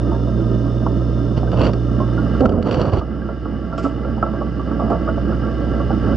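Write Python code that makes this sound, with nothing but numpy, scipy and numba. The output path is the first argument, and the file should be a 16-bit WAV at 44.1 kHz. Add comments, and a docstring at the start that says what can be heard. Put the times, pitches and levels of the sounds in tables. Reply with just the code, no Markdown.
"""Camera moved in a fish tank

A camera in a waterproof case sits in a fish tank: mains harmonics make the pump hum, coloured random
clicks and noise the churning filter outflow, decaying tones and splashes the gurgling bubbles.
The case is slid to a new spot: struck modes make its knocks, shaped grains its scrape over gravel,
stick-slip tones its groans, and decaying pulses the dry clicks of overload among the loud knocks.
Loud knocks push the gain control down; the hum creeps back over seconds.
"""
import sys
import numpy as np
from scipy import signal
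from scipy.fft import rfft, irfft
from scipy.io import wavfile
from numba import njit

SR = 44100
rng = np.random.default_rng(int(sys.argv[2]) if len(sys.argv) > 2 else 0)


def to_wav(s):
    """Save 16-bit WAV."""
    ch = np.atleast_2d(s).T  # columns
    pcm = np.round(np.clip(ch, -1, 1) * 32767)  # PCM
    wavfile.write(sys.argv[1], SR, pcm.astype(np.int16))


N = 271828
TIME = np.arange(N) / SR
FREQ = np.maximum(np.arange(N + 1) * SR / (2 * N), 1)  # bins of a transform of length 2 N [Hz]
MAINS_HZ = 60.0

# travel of the camera: (time [s], position [0 first spot to 1 second spot])
CAMERA_TRAVEL = [(0, 0.023), (1.6, 0), (2.1, 0.31), (2.4, 0.74), (2.7, 0.98), (6.16, 0.9)]
# gravel grit heard through the case: (frequency [Hz], relative level [dB])
GRAVEL_SPECTRUM = [(500, -25), (1400, -1.5), (2200, -9.5), (2600, -7.5), (2900, -0.5), (3300, -9.5),
                   (4000, -16), (4620, -3.5), (5100, -20), (5600, -14), (6300, -26.5), (7500, -27.5),
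                   (9000, -47.5), (11000, -52)]


def knocks(crack_s=0.0039, low_hz=52):
    """Modal impact: blows ring the case and crack on gravel; a longer contact excites only low modes."""
    # blows on the case: (time [s], relative level [dB], contact time [s])
    blows = [(1.517, -23.5, 0.00058), (1.595, -24, 0.00044), (1.615, -13, 0.00074), (1.667, -19, 0.00043),
             (1.734, -20.5, 0.00062), (2.407, -2, 0.0013), (2.458, -3, 0.00094), (2.462, 11.5, 0.0066),
             (2.493, 0, 0.0012), (2.522, 2.5, 0.0016), (2.529, 13, 0.012), (2.553, 3, 0.0021),
             (2.579, 7, .004), (2.601, 4, 0.0048), (2.626, -9.5, 0.0008), (2.670, -4, 0.0012),
             (2.700, 4, 0.0086), (2.711, -6.5, 0.00067), (2.745, -6.5, 0.00099), (2.782, -2.5, 0.0014),
             (2.789, 7.5, 0.011), (2.815, -8.5, .0007), (2.934, -12.5, 0.00076), (2.979, 9, 0.008),
             (2.993, -17.5, 0.00045)]
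    # modes of the struck case: (frequency [Hz], relative level [dB], t60 [s])
    case_modes = [(60, -11.5, .05), (93, -4.5, 0.11), (212, -9.5, 0.062), (285.3, 1, 0.07),
                  (402.6, 0.5, 0.082), (500, 1, 0.12), (617, -4.5, 0.034), (1300, 1.5, 0.043),
                  (2840, -14.5, 0.037), (4700, -20.5, 0.029), (7300, -28.5, .012)]
    # past the hard contact time the crack loses level with each doubling
    hard_contact_s, crack_db, loss_db_per_doubling = 0.00074, -9.5, 22.5

    force, cracks, t = np.zeros(N), np.zeros(N), TIME[:SR // 4]
    for s, db, contact in blows:
        push = t * np.exp(-2 * np.pi * t / contact)
        add(force, s, undb(db) * push / push.sum())
        doublings = max(np.log2(contact / hard_contact_s), 0)
        crack_level = undb(db + crack_db - loss_db_per_doubling * doublings)
        add(cracks, s, crack_level * np.exp(-t / crack_s))

    ring = sum(undb(db - 60 * t / t60) * np.sin(2 * np.pi * hz * t) for hz, db, t60 in case_modes)
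    high_pass = signal.butter(2, low_hz, "high", fs=SR, output="sos")
    body = signal.sosfilt(high_pass, signal.fftconvolve(force, ring)[:N])
    crack_noise = cracks * spread(*rng.standard_normal((2, N)), width=.35)
    return undb(-6.0) * body + tint(crack_noise, spectrum(GRAVEL_SPECTRUM))


def slide(release_s=0.012, ring_q=15):
    """Stick-slip friction shakes the case; gravel grit rings a resonance that shifts with the grip."""
    # pushes along the gravel: (start [s], length [s], build-up [s], level [dB], relative grit level [dB],
    # case resonance [Hz], ring level relative to the grit [dB])
    pushes = [(1.361, .022, 0.017, -19.5, -13.5, 2850, -3), (1.517, 0.024, .022, -15, -19, 2850, -4),
              (1.549, 0.076, 0.075, -10.5, -17, 2720, 12), (1.628, 0.048, 0.023, -13.5, -11.5, 2840, -5),
              (1.686, 0.012, .01, -17, -22.5, 2800, -2), (2.405, 0.18, 0.017, -14, -43, 2900, -14),
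              (2.635, 0.062, 0.028, -6.5, -18, 2900, -10), (2.708, 0.043, 0.017, -7, -11, 3030, -14),
              (2.758, 0.074, .012, -7, -15.5, 2910, -6), (2.838, 0.06, 0.016, -6.5, -19, 2950, -12),
              (2.913, 0.074, 0.023, -7.5, -17, 2900, -7)]
    # body of the rubbing: (frequency [Hz], relative level [dB])
    rub_spectrum = [(25, -42), (60, 1), (105, 4.5), (230, -2.5), (400, -6), (610, -6), (780, -15.5),
                    (1300, -17), (1700, -34), (3000, -75)]

    body = tint(grains(2500, 0.54), spectrum(rub_spectrum))
    gravel = spread(grains(9000, 2.9), grains(9000, 2.5), width=.4)
    grit = tint(gravel, spectrum(GRAVEL_SPECTRUM))
    shaking, gritting = 0, 0
    for start, length, attack, db, grit_db, hz, ring_db in pushes:
        push = undb(db) * swell(start, length, attack, release_s)
        ring = signal.lfilter(*signal.iirpeak(hz, ring_q, fs=SR), grit)
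        shaking = shaking + push
        gritting = gritting + undb(grit_db) * push * (grit + undb(ring_db) * ring)
    flutter = undb(1.0 * walk(33))
    return flutter * (shaking * body + gritting * undb(2.2 * walk(140) - 9.0))


def groan(jitter=0.0905, overtone_hz=570, width_hz=300, attack_s=0.015, release_s=0.0057):
    """Stick-slip oscillation against the glass slows and dulls; its overtones ring the tank wall."""
    # judders: (start [s], length [s], level [dB], first slip rate [Hz], first relative overtone level [dB])
    judders = [(2.407, .054, -9, 275.5, 1), (2.483, 0.068, -10.5, 228.2, -1), (2.556, .058, -11, 249.9, -4),
               (2.628, 0.033, -10.5, 195.8, -19)]
    sag_octaves_per_s, overtone_fade_db_per_s = 3.1, 80

    uneven = 1 + jitter * walk(93)
    rasp = .5 * rng.standard_normal(N)
    wall_db = -12 * np.log10(1 + (2 * (FREQ - overtone_hz) / width_hz) ** 4)
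    out = 0
    for start, length, db, hz, overtone_db in judders:
        age = np.clip(TIME - start, 0, length)
        slip_rate = hz * 2 ** (-sag_octaves_per_s * age) * uneven
        phase = 2 * np.pi * np.cumsum(slip_rate) / SR
        overtones = unit(colour(np.sin(2 * phase) + np.sin(3 * phase) + rasp, wall_db))
        overtone_gain = undb(overtone_db - overtone_fade_db_per_s * age)
        judder = unit(np.sin(phase)) + overtone_gain * overtones
        out = out + undb(db) * swell(start, length, attack_s, release_s) * judder
    return out * undb(2.0 * walk(54))


def overload_clicks(dull_hz=6000, decay_s=.00012):
    """Overload: dry clicks of a limiter overdriven by loud knocks, as low-passed pulses at set times."""
    # clicks: (time [s], level before dulling [dB])
    clicks = [(2.4042, -25.5), (2.429, -24.5), (2.454, -14), (2.49, -36.5), (2.519, -25.5), (2.529, -34)]
    out, t = np.zeros(N), TIME[:SR // 100]
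    for s, db in clicks:
        add(out, s, undb(db) * np.exp(-t / decay_s))
    return signal.sosfilt(signal.butter(2, dull_hz, fs=SR, output="sos"), out)


def gurgles(rise_s=0.00088, glide=0.039):
    """Resonance: bubbles jolt the tank, boom its wall and ring, rising in pitch; so does one case ring."""
    # large bubbles and one ring of the case:
    # (time [s], level [dB], starting pitch [Hz], relative ring level [dB], decay [s],
    # relative boom of the tank wall [dB])
    # the row at 2.456 s is no bubble: the case, struck, rings briefly near 1.3 kHz
    bubbles_and_case_ring = [(.116, -28.5, 894, -5, .04, -7.5), (.272, -27.5, 643, -2.5, 0.016, -8.5),
                             (.863, -14, 506, -6.5, .0066, -19), (1.43, -24.5, 721, -2.5, 0.007, -7.5),
                             (2.002, -22, 1054, -4.5, 0.025, -7.5), (2.177, -26.5, 1389, -2.5, .02, -13.5),
                             (2.456, -8.5, 1304, 1.5, 0.0043, -20), (3.012, -16, 1203, -5.5, .017, -13),
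                             (3.218, -25, 1580, -3, 0.0091, -7.5), (3.288, -19.5, 1350, -5, 0.015, -13.5),
                             (3.455, -17, 1250, -7, 0.0088, -15), (3.727, -18, 1333, -2, 0.016, -8),
                             (3.779, -19, 1340, -2.5, 0.022, -8.5), (3.842, -16, 269, 7.5, .03, -14),
                             (3.85, -21.5, 1283, 4, .018, -7), (4.048, -17.5, 1340, -5.5, 0.011, -4.5),
                             (4.177, -22.5, 780, -2.5, 0.0099, -7), (4.227, -7.5, 1297, 0, .01, -14),
                             (4.263, -17.5, 1300, -5, 0.021, -9), (4.335, -19, 1320, -8, 0.016, -6.5),
                             (4.411, -16, 1250, -11, 0.016, -6), (4.595, -25.5, 1146, -1, 0.021, -9.5),
                             (4.713, -22.5, 1300, -1.5, 0.016, -10), (4.794, -18, 690, -4.5, .05, -6),
                             (4.903, -14.5, 684, -2, 0.028, -5), (4.914, -17.5, 1113, -7.5, .026, -11.5),
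                             (5.076, -18.5, 1240, -2.5, 0.014, -1), (5.086, -20, 1390, -1, 0.0089, 2),
                             (5.177, -24.5, 1350, -8, .013, 2.5), (5.322, -22, 1373, -5, 0.01, -3),
                             (5.435, -27.5, 1330, -1, 0.013, -9.5), (5.668, -24, 525, -7.5, 0.013, -7.5),
                             (5.799, -23, 1330, -12, .018, 0), (5.904, -19.5, 766, -2, 0.01, -6),
                             (6.077, -24.5, 1500, -13, 0.01, -3.5), (6.121, -26.5, 1370, -9, .01, -8)]
    # splash of a jolt, as of a bubble breaking loose: (frequency [Hz], relative level [dB])
    splash_spectrum = [(100, -12.5), (300, 4), (600, 6), (1000, -2), (1400, -13), (1800, -34.5),
                       (3000, -38), (8000, -59)]

    jolts, rings, t = np.zeros(N), np.zeros(N), TIME[:SR // 4]
    for s, db, hz, ring_db, decay, boom_db in bubbles_and_case_ring + small_bubbles():
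        envelope = undb(db) * (1 - np.exp(-t / rise_s)) * np.exp(-t / decay)
        pitch = hz * (1 + glide * (1 - np.exp(-t / decay)))
        tone = np.sin(2 * np.pi * np.cumsum(pitch) / SR)
        add(jolts, s, envelope * rng.standard_normal(len(t)))
        add(rings, s, 2 * undb(ring_db) * envelope * tone)
        add(rings, s, undb(db + boom_db) * wall_boom(t))
    splash_db = spectrum(splash_spectrum) + 0.8 * tank_db(axis=2)
    return rings + undb(2.0) * tint(jolts, splash_db)


def small_bubbles(count=80):
    """Random arrivals: small bubbles at chance times and pitches, as rows like those of the large ones."""
    per_s, centre_hz, spread_octaves = 7, 1273, 0.13
    level_db, second_spot_db, scatter_db = -37, 6, 2.5  # louder at the second spot
    ring_db, decay_s, boom_db = -6, 0.013, -3.5

    times = np.cumsum(rng.gamma(3, 1 / 3, count) / per_s)
    chance, travel = rng.standard_normal((count, 2)), curve(CAMERA_TRAVEL)
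    rows = []
    for s, (size, pitch) in zip(times, chance):
        if s < TIME[-1]:
            db = level_db + second_spot_db * travel[int(s * SR)] + scatter_db * size
            rows.append((s, db, centre_hz * 2 ** (spread_octaves * pitch), ring_db, decay_s, boom_db))
    return rows


def wall_boom(t, build_s=0.0018, detune=0.014):
    """Modal ringing of the tank wall, a little different each time."""
    # wall modes: (frequency [Hz], relative level [dB], t60 [s])
    wall_modes = [(473, -10.5, 0.11), (558.8, 1, .2), (661.4, -2.5, .2), (776, -9, 0.072)]
    chance = rng.standard_normal((len(wall_modes), 2))
    ring = sum(undb(db - 60 * t / t60) * np.sin(2 * np.pi * (hz * (1 + detune * off) * t + turn))
               for (hz, db, t60), (off, turn) in zip(wall_modes, chance))
    return ring * (1 - np.exp(-t / build_s))


def fizzes():
    """Granular noise: escaping air sprays tiny bubbles that trail off in a hiss."""
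    # sprays: (time [s], level [dB], build-up [s], decay [s])
    sprays = [(3.777, -32, .001, .027), (3.822, -37.5, 0.014, 0.04), (4.899, -45.5, 0.0022, .015)]
    # their spectrum: (frequency [Hz], relative level [dB])
    spray_spectrum = [(800, -16.5), (2000, 3), (3000, 7), (3700, -5.5), (5200, 3), (5800, -6), (6700, -7),
                      (7250, -4), (8100, -10), (9400, -35), (11000, -33)]
    envelope = sum(undb(db) * swell(s, attack, attack, decay) for s, db, attack, decay in sprays)
    return tint(envelope * grains(6000, 1.4), spectrum(spray_spectrum))


def outflow(travel, buzz=0.18, treble_hz=2200):
    """Resonant filtering: countless small bubbles ring the tank; the treble pulses with the pump stroke."""
    # churning water before the tank's lift:
    # (frequency [Hz], level at first spot [dB per Hz], level at second spot [dB per Hz])
    churn_spectrum = [(20, -79.5, -64), (41.8, -51.5, -56), (80.4, -59, -47.5), (153, -49, -45.5),
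                      (326, -54, -48.5), (520, -58, -54), (642, -59.5, -61), (836, -76, -64),
                      (985, -70, -74.5), (1480, -83.5, -72.5), (2220, -93, -84), (3950, -94, -91),
                      (7500, -105, -105), (11500, -121, -119)]

    churn = grains(2500, 1.2) * undb(1.3 * walk(9.9))
    stroke = unit_power(1 + buzz * np.cos(2 * np.pi * MAINS_HZ * TIME))
    hiss = stroke * spread(*rng.standard_normal((2, N)), width=.42)
    # power crossover: churn below, hiss above
    treble = 1 / (1 + (treble_hz / FREQ) ** 4)
    drive = shape(churn, np.sqrt(1 - treble)) + shape(hiss, np.sqrt(treble))
    drive = drive * np.sqrt(SR / 2)  # unit power per Hz
    first = colour(drive, spectrum(churn_spectrum, axis=1) + tank_db(axis=1))
    second = colour(drive, spectrum(churn_spectrum, axis=2) + tank_db(axis=2))
    return (1 - travel) * first + travel * second


def tank_db(axis):
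    """Resonance: the modes of tank and case change the level of bands by an amount set by the spot."""
    # (frequency [Hz], width [Hz], lift at first spot [dB], lift at second spot [dB])
    resonances = [(220.1, 22.5, 9, 10), (280.2, 31, 8, 6.5), (328.8, 29.6, 10, 6.5), (395, 19, 6, 0),
                  (565.5, 38, 3, 6), (655, 22, 2, 11), (890, 11, 5.5, 8), (1141, 101, 3.5, 17.5),
                  (1242.5, 54, 14.5, 9.5), (1341, 107, 14, 16.5), (1588.6, 62, 18, 13.5), (1653, 97, -6, 6),
                  (1797, 200, 8, 5), (2019, 51, 7, 14), (2924, 340, 13.5, 16.5), (3575, 217, 16.5, 8.5),
                  (4310, 190, 7.5, 7.5), (4816, 360, 7, 11.5), (5288, 480, 15, 14), (5820, 200, -8.5, -15),
                  (6080, 350, 10.5, 9)]
    return sum(row[axis + 1] * 2 ** -((2 * (FREQ - row[0]) / row[1]) ** 2) for row in resonances)


def pump(travel):
    """Standing waves: mains harmonics whose levels differ from spot to spot."""
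    # (multiple of the mains, level at first spot [dB rms], level at second spot [dB rms])
    harmonics = [(1, -22.5, -19.5), (2, -21.5, -27.5), (3, -34, -30), (4, -44.5, -42), (5, -55, -35),
                 (6, -47, -49)]
    phase = 2 * np.pi * MAINS_HZ * TIME + 0.062 * walk(2.0)
    moved = travel ** 3
    hum = 0
    for k, first, second in harmonics:
        level_db = first + (second - first) * moved + 0.79 * walk(2.2)
        hum = hum + np.sqrt(2) * undb(level_db) * np.sin(k * phase + rng.uniform(0, 2 * np.pi))
    return hum


def undb(db):
    """Decibel law: level to amplitude gain."""
    return 10 ** (np.asarray(db) / 20)


def unit(x):
    """Normalisation to standard deviation 1."""
    return x / np.std(x)


def unit_power(x):
    """Normalisation of an envelope to mean square 1."""
    return x / np.sqrt(np.mean(x ** 2))


def curve(rows, axis=1):
    """Linear interpolation of one column of a time table at every sample."""
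    rows = np.array(rows)
    return np.interp(TIME, rows[:, 0], rows[:, axis])


def spectrum(rows, axis=1):
    """Interpolation of one column of a frequency table over log frequency."""
    rows = np.array(rows)
    return np.interp(np.log(FREQ), np.log(rows[:, 0]), rows[:, axis])


def shape(x, gain):
    """Convolution theorem: filter by a gain for every bin."""
    return irfft(rfft(x, 2 * N) * gain)[..., :N]


def colour(x, db):
    """Minimum-phase filter with a dB response: resonances ring after their cause."""
    cepstrum = irfft(np.log(undb(db)))
    cepstrum[1:N] *= 2  # fold to the causal half
    cepstrum[N + 1:] = 0
    return shape(x, np.exp(rfft(cepstrum)))


def tint(x, db):
    """Power-preserving colouring of white noise."""
    return colour(x, db - 10 * np.log10(np.mean(undb(db) ** 2)))


def walk(rate):
    """Low-passed noise: random wander up to about rate [Hz], standard deviation 1."""
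    return unit(shape(rng.standard_normal(N), 1 / (1 + (FREQ / rate) ** 4)))


def grains(rate, spread_db):
    """Shot noise: random clicks of uneven size, rate [1/s], standard deviation 1."""
    size = undb(spread_db * np.minimum(rng.exponential(size=N), 4))
    return unit((rng.random(N) < rate / SR) * size * rng.choice([-1, 1], N))


def spread(mid, side, width):
    """Mid-side sum and difference: two channels that are partly alike."""
    return mid + width * side * np.array([[1], [-1]])


def swell(start, length, attack, release):
    """Envelope with a linear build-up, a hold and an exponential decay."""
    age = TIME - start
    return np.clip(age / attack, 0, 1) * np.exp(-np.maximum(age - length, 0) / release)


def add(track, s, sound):
    """Superposition: mix a sound in at a time [s]."""
    start = int(s * SR)
    track[start:start + len(sound)] += sound[:N - start]


def scene():
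    """Superposition of the sounds of case, bubbles, water and pump with the overload clicks."""
    travel = np.clip(curve(CAMERA_TRAVEL), 0, 1)
    handling = knocks() + slide() + groan() + overload_clicks()
    return handling + gurgles() + fizzes() + outflow(travel) + pump(travel)


@njit
def duck(over_db, attack, release):
    """Peak-following gain reduction [dB]: quick to follow an overload, slow to let go."""
    out, cut = np.empty(len(over_db)), 0.
    for i in range(len(over_db)):
        if over_db[i] > cut:
            cut += attack * (over_db[i] - cut)
        else:
            cut = max(cut - release, 0.)
        out[i] = cut
    return out


def record(dry, ceiling_db=-5.5, attack_s=0.00052, recovery_db_per_s=3.0, top_hz=11100):
    """Gain control, level and phase differences of two microphone ports, clipping and a treble cut-off."""
    # the case shades the left port: (frequency [Hz], left minus right [dB], left lag [rad])
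    port_shading = [(60, -2.5, 0.65), (125, -6, 0.29), (270, -6.5, 0.41), (500, -5, 0.59), (1230, -1.5, .2),
                    (2500, -0.7, .1), (6000, 0, 0.26)]
    over_db = 20 * np.log10(np.abs(dry.mean(axis=0)) + 1e-9) - ceiling_db
    ahead = np.roll(over_db, -int(2 * attack_s * SR))  # look ahead by two attack times
    held = dry * undb(-duck(ahead, 1 / (attack_s * SR), recovery_db_per_s / SR))

    ratio = undb(spectrum(port_shading, axis=1)) * np.exp(-1j * spectrum(port_shading, axis=2))
    # scaled so that the mean of both ports keeps its magnitude
    ports = shape(held, np.array([ratio, np.ones(N + 1)]) * 2 / np.abs(1 + ratio))
    low_pass = signal.ellip(8, .2, 70, top_hz, fs=SR, output="sos")
    return signal.sosfilt(low_pass, np.clip(ports, -1, 1))


dry = scene()
out = record(dry)
to_wav(out)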